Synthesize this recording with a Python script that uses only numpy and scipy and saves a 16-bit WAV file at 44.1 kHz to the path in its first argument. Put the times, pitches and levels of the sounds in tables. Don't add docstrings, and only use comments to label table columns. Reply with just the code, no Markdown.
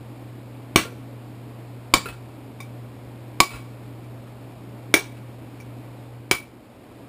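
import sys
import numpy as np
from scipy import signal
from scipy.fft import rfft, irfft
from scipy.io import wavfile
from scipy.ndimage import uniform_filter1d

SR = 44100
rng = np.random.default_rng(int(sys.argv[2]) if len(sys.argv) > 2 else 0)


def to_wav(s):
    ch = np.atleast_2d(s).T
    pcm = np.round(np.clip(ch, -1, 1) * 32767)
    wavfile.write(sys.argv[1], SR, pcm.astype(np.int16))


N = 312228
AFTER = np.arange(SR // 2) / SR

# crack_db, grit_db, block_db, thud_db, deep_db (low thump of the camera's moving gain); last thud_hz
HAMMER_BLOWS = [(0.7591, -4, 0.37, 2.5, 3.5, 1, 11.5, -40, 302),
                (1.9385, -1, 0.36, 1, -10, 0.5, 0, -9.5, 338),
                (3.4026, 3.5, 0.35, 2, -10.5, -2.5, -0.5, -15, 370),
                (4.9403, -1, 0.48, -1, -3.5, -12.5, 4, -30, 342),
                (6.312, -4.5, 0.81, 4, -2, -14.5, 3, -32, 337)]


def blows():
    out = np.zeros(N)
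    for start_s, force_db, ring_share, crack_db, grit_db, block_db, thud_db, deep_db, thud_hz in HAMMER_BLOWS:
        thud_shape = dying(0.018) * (1 - dying(0.0064))
        thud = from_db(thud_db) * np.sin(2 * np.pi * thud_hz * AFTER) * thud_shape
        deep = from_db(deep_db) * deep_thump(0.03, rise_s=0.0033)
        stone = steel_on_stone(crack_db, block_db, ring_share) + from_db(grit_db) * grit(0.12)
        out = in_shed(out, start_s, from_db(force_db) * (stone + thud + deep))
    return out


# start_s, force_db
CHISEL_TAPS = [(2.6033, -35.5), (4.04, -56), (5.601, -43)]
TAP_RING_SHARE, TAP_CRACK_DB, TAP_BLOCK_DB = 0.5, -5, -5


def taps():
    out = np.zeros(N)
    for start_s, force_db in CHISEL_TAPS:
        contact = steel_on_stone(TAP_CRACK_DB, TAP_BLOCK_DB, TAP_RING_SHARE)
        out = in_shed(out, start_s, from_db(force_db) * contact)
    return out


# pitch_hz, level_db, t60_s (time to lose 60 dB when ringing freely)
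CHISEL_TONES = [(2275, -5, 0.22), (2326, -4.5, 0.17), (2345, -21.5, 0.31), (5650, -6, 0.12)]
# pitch_hz, level_db, t60_s
BLOCK_TONES = [(570, -8, 0.016), (753, -8.5, 0.0092), (1113, 1, 0.053), (1230, -2, 0.0061),
               (1770, -5, 0.0017), (3200, -31.5, 0.036), (3650, -7.5, 0.034), (4230, -5.5, 0.004),
               (4660, -34, 0.004)]
# pitch_hz, level_db (per Hz)
CRACK_COLOUR = [(150, -15.5), (500, -7.5), (1000, -12), (2500, -4.5), (4000, 1), (6000, 1.5), (9000, -24)]


def steel_on_stone(crack_db, block_db, ring_share):
    crack = coloured(CRACK_COLOUR, size=AFTER.size) * dying(0.019) * (1 - dying(0.0017))
    chisel = ringing(CHISEL_TONES, spread_db=2.0, share=ring_share)
    block = ringing(BLOCK_TONES, spread_db=4.5)
    return chisel + from_db(crack_db) * crack + from_db(block_db) * block


# pitch_hz, level_db (per Hz)
GRIT_COLOUR = [(150, -4.5), (500, -6.5), (1200, -3), (2500, -5.5), (4300, -10), (6000, -17.5),
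               (9000, -10.5)]


def grit(t60):
    grain = 60
    strengths = rng.exponential(1, AFTER.size // grain + 1) ** 1.1
    strengths = uniform_filter1d(strengths, size=2)
    grains = rms_one(np.repeat(strengths, grain)[:AFTER.size])
    return coloured(GRIT_COLOUR, size=AFTER.size) * grains * dying(t60)


DEEP_HZ = 55.7


def deep_thump(t60, rise_s):
    return np.sin(2 * np.pi * DEEP_HZ * AFTER) * dying(t60) * (1 - dying(rise_s))


# (low thump of the camera's gain, relative to level_db)
FALLING_CHIPS = [(.852, -37, -8, -12, .045, -30), (2.0577, -24.5, -3, -6, .08, -11),
                 (3.506, -31, 3, -6, .25, -7)]
BOUNCE_S, BOUNCE_LOSS_DB = 0.03, 8
# start_s, level_db
FALLING_CRUMBS = [(3.769, -65), (3.831, -62), (4.275, -60), (5.168, -52.5)]
CRUMB_TILT_DB, CRUMB_RATTLE_DB, CRUMB_RATTLE_S = 4, 7, 0.07


def chips():
    out = np.zeros(N)
    for start_s, level_db, tilt_db, rattle_db, rattle_s, deep_db in FALLING_CHIPS:
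        for bounce in range(3):
            touch = landing(tilt_db, rattle_db, rattle_s)
            touch_db = level_db - BOUNCE_LOSS_DB * bounce
            out = in_shed(out, start_s + BOUNCE_S * bounce ** 1.2, from_db(touch_db) * touch)
        deep = from_db(level_db + deep_db) * deep_thump(0.25, rise_s=0.02)
        out = in_shed(out, start_s + BOUNCE_S, deep)
    for start_s, level_db in FALLING_CRUMBS:
        touch = landing(CRUMB_TILT_DB, CRUMB_RATTLE_DB, CRUMB_RATTLE_S)
        out = in_shed(out, start_s, from_db(level_db) * touch)
    return out


# pitch_hz, level_db, t60_s
PIECE_TONES = [(490, -9, .025), (1380, 0, .045), (2570, -2, .04), (4030, -10, .025)]


def landing(tilt_db, rattle_db, rattle_s):
    tones = [(hz, db + tilt_db * np.log2(hz / 2000), t60) for hz, db, t60 in PIECE_TONES]
    return ringing(tones, spread_db=1.5) + from_db(rattle_db) * grit(rattle_s)


def ringing(modes, spread_db, share=1):
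    hz, db, t60 = np.transpose(modes)[:, :, None]
    chance = rng.standard_normal((2, len(modes), 1))
    sines = np.sin(2 * np.pi * hz * (1 + 0.002 * chance[0]) * AFTER)
    strengths = from_db(db + spread_db * chance[1])
    return np.sum(strengths * dying(t60 * np.clip(share, 0.2, 2)) * sines, axis=0)


def dying(t60):
    return 1000.0 ** (-AFTER / t60)


# pitch_hz, t60_s
SHED_ECHO = [(100, 0.12), (500, 0.12), (1500, 0.082), (3000, 0.11), (6000, 0.13)]
SHED_DB, SHED_FIRST_S = -2.5, 0.003
WALLS_DB, WALLS_T60_S = -34.5, 0.53


def in_shed(out, start_s, contact):
    echoes = np.zeros(AFTER.size)
    edges = 70 * 2.0 ** np.arange(8)
    for low, high in zip(edges, edges[1:]):
        band = signal.butter(2, [low, high], "band", fs=SR, output="sos")
        noise = signal.sosfilt(band, rng.standard_normal(AFTER.size))
        main_fade = dying(at_hz(SHED_ECHO, np.sqrt(low * high)))
        echoes += noise * (main_fade + from_db(WALLS_DB) * dying(WALLS_T60_S))
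    echoes = echoes * (AFTER > SHED_FIRST_S)
    echoes = from_db(SHED_DB) * echoes / np.sqrt(np.sum(echoes ** 2))
    sound = contact + signal.fftconvolve(contact, echoes)[:AFTER.size]
    start = round(start_s * SR)
    placed = np.zeros(N + AFTER.size)
    placed[start:start + AFTER.size] = sound
    return out + placed[:N]


# pitch_hz, level_db (per Hz)
RUMBLE_COLOUR = [(15, -25), (40, -21), (80, -14), (160, -16), (280, -7.5), (380, -16), (600, -18),
                 (1000, -24), (1500, -31), (2000, -32.5), (2350, -30.5), (2900, -35), (5500, -41),
                 (8000, -63.5)]
HUM_HZ = 120.0
HUM_DB, RUMBLE_DB = -41, -43
SECOND_HUM_DB, SECOND_RUMBLE_DB = -8.5, -1
SECOND_HUM_TURNS = 0.43


def background(hum_db, rumble_db, turns):
    cycles = HUM_HZ * np.arange(N) / SR + turns
    hum = np.sqrt(2) * np.sin(2 * np.pi * cycles + 0.05 * drift(4.0))
    hum = hum * from_db(hum_db + 1.2 * drift(4.0))
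    rumble = coloured(RUMBLE_COLOUR, size=N) * from_db(rumble_db + 0.13 * drift(1.0))
    return hum + rumble


def drift(rate):
    step = 40
    r = np.exp(-2 * np.pi * step * rate / SR)
    noise = rng.standard_normal(N // step + 2002)
    slow = signal.lfilter([1], [1, -2 * r, r * r], noise)[2000:]
    return np.interp(np.arange(N) / step, np.arange(len(slow)), rms_one(slow))


def coloured(spectrum, size):
    hz = np.maximum(np.fft.rfftfreq(size, 1 / SR), 1)
    white = rfft(rng.standard_normal(size))
    return rms_one(irfft(white * from_db(at_hz(spectrum, hz)), size))


def at_hz(points, hz):
    points = np.array(points)
    return np.interp(np.log(hz), np.log(points[:, 0]), points[:, 1])


def from_db(db):
    return 10 ** (np.asarray(db) / 20)


def rms_one(x):
    return x / np.sqrt(np.mean(x ** 2) + 1e-20)


DUCK_START_DB, DUCK_STEP_DB = -15.5, 0.45
DUCK_WAIT_S, DUCK_ATTACK_S = 0.0012, 0.0013
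DUCK_RELEASE_DB_S = 140


def duck_gain(x):
    level = signal.lfilter([0.01], [1, -0.99], np.abs(x))
    over_db = np.maximum(20 * np.log10(level + 1e-9) - DUCK_START_DB, 0)
    ramp = DUCK_RELEASE_DB_S * np.arange(N) / SR
    held_db = np.maximum.accumulate(over_db + ramp) - ramp
    r = np.exp(-1 / (DUCK_ATTACK_S * SR))
    smooth_db = signal.lfilter([(1 - r) ** 2], [1, -2 * r, r * r], held_db)
    smooth_db = np.interp(np.arange(N) - DUCK_WAIT_S * SR, np.arange(N), smooth_db)
    return from_db(-DUCK_STEP_DB * np.round(smooth_db / DUCK_STEP_DB))


CONVERTER_EDGE_HZ, CAMERA_TOP_HZ, COUPLING_HZ = 5650, 15300, 25.3
OFFSET_DB = -22
OFFSET_LOW_HZ, OFFSET_TOP_HZ = 45, 413


def camera(heard):
    gain = duck_gain(heard)
    mid = signal.sosfilt(signal.butter(6, CONVERTER_EDGE_HZ, fs=SR, output="sos"), gain * heard)
    samples = np.clip(signal.resample_poly(mid, 40, 147), -0.92, 0.92)
    held = signal.resample_poly(np.repeat(samples, 4), 147, 160)[:N]
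    held = signal.sosfilt(signal.ellip(6, 0.5, 40, CAMERA_TOP_HZ, fs=SR, output="sos"), held)
    held = np.pad(held, (0, N - held.size))
    held = signal.sosfilt(signal.butter(2, COUPLING_HZ, "high", fs=SR, output="sos"), held)
    band = signal.butter(1, [OFFSET_LOW_HZ, OFFSET_TOP_HZ], "band", fs=SR, output="sos")
    thump = from_db(OFFSET_DB) * signal.sosfilt(band, gain - 1)
    thump = signal.sosfilt(signal.butter(2, OFFSET_TOP_HZ, fs=SR, output="sos"), thump)
    return held + thump * np.array([[1], [-1]])


def scene():
    first = blows() + taps() + chips() + background(HUM_DB, RUMBLE_DB, 0)
    second = background(HUM_DB + SECOND_HUM_DB, RUMBLE_DB + SECOND_RUMBLE_DB, SECOND_HUM_TURNS)
    return np.array([first, second])


DISSOLVE_FROM_S, DISSOLVE_TO_S = 6.0, 6.93
CUTOFF_HZ = 16500


def record(dry):
    second = np.interp(np.arange(N) / SR, [DISSOLVE_FROM_S, DISSOLVE_TO_S], [0, 1])
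    both = (1 - second) * camera(dry[0]) + second * camera(dry[1])
    top_cut = signal.cheby2(12, 70, CUTOFF_HZ, fs=SR, output="sos")
    return signal.sosfilt(top_cut, np.clip(both, -0.97, 0.97))


dry = scene()
out = record(dry)
to_wav(out)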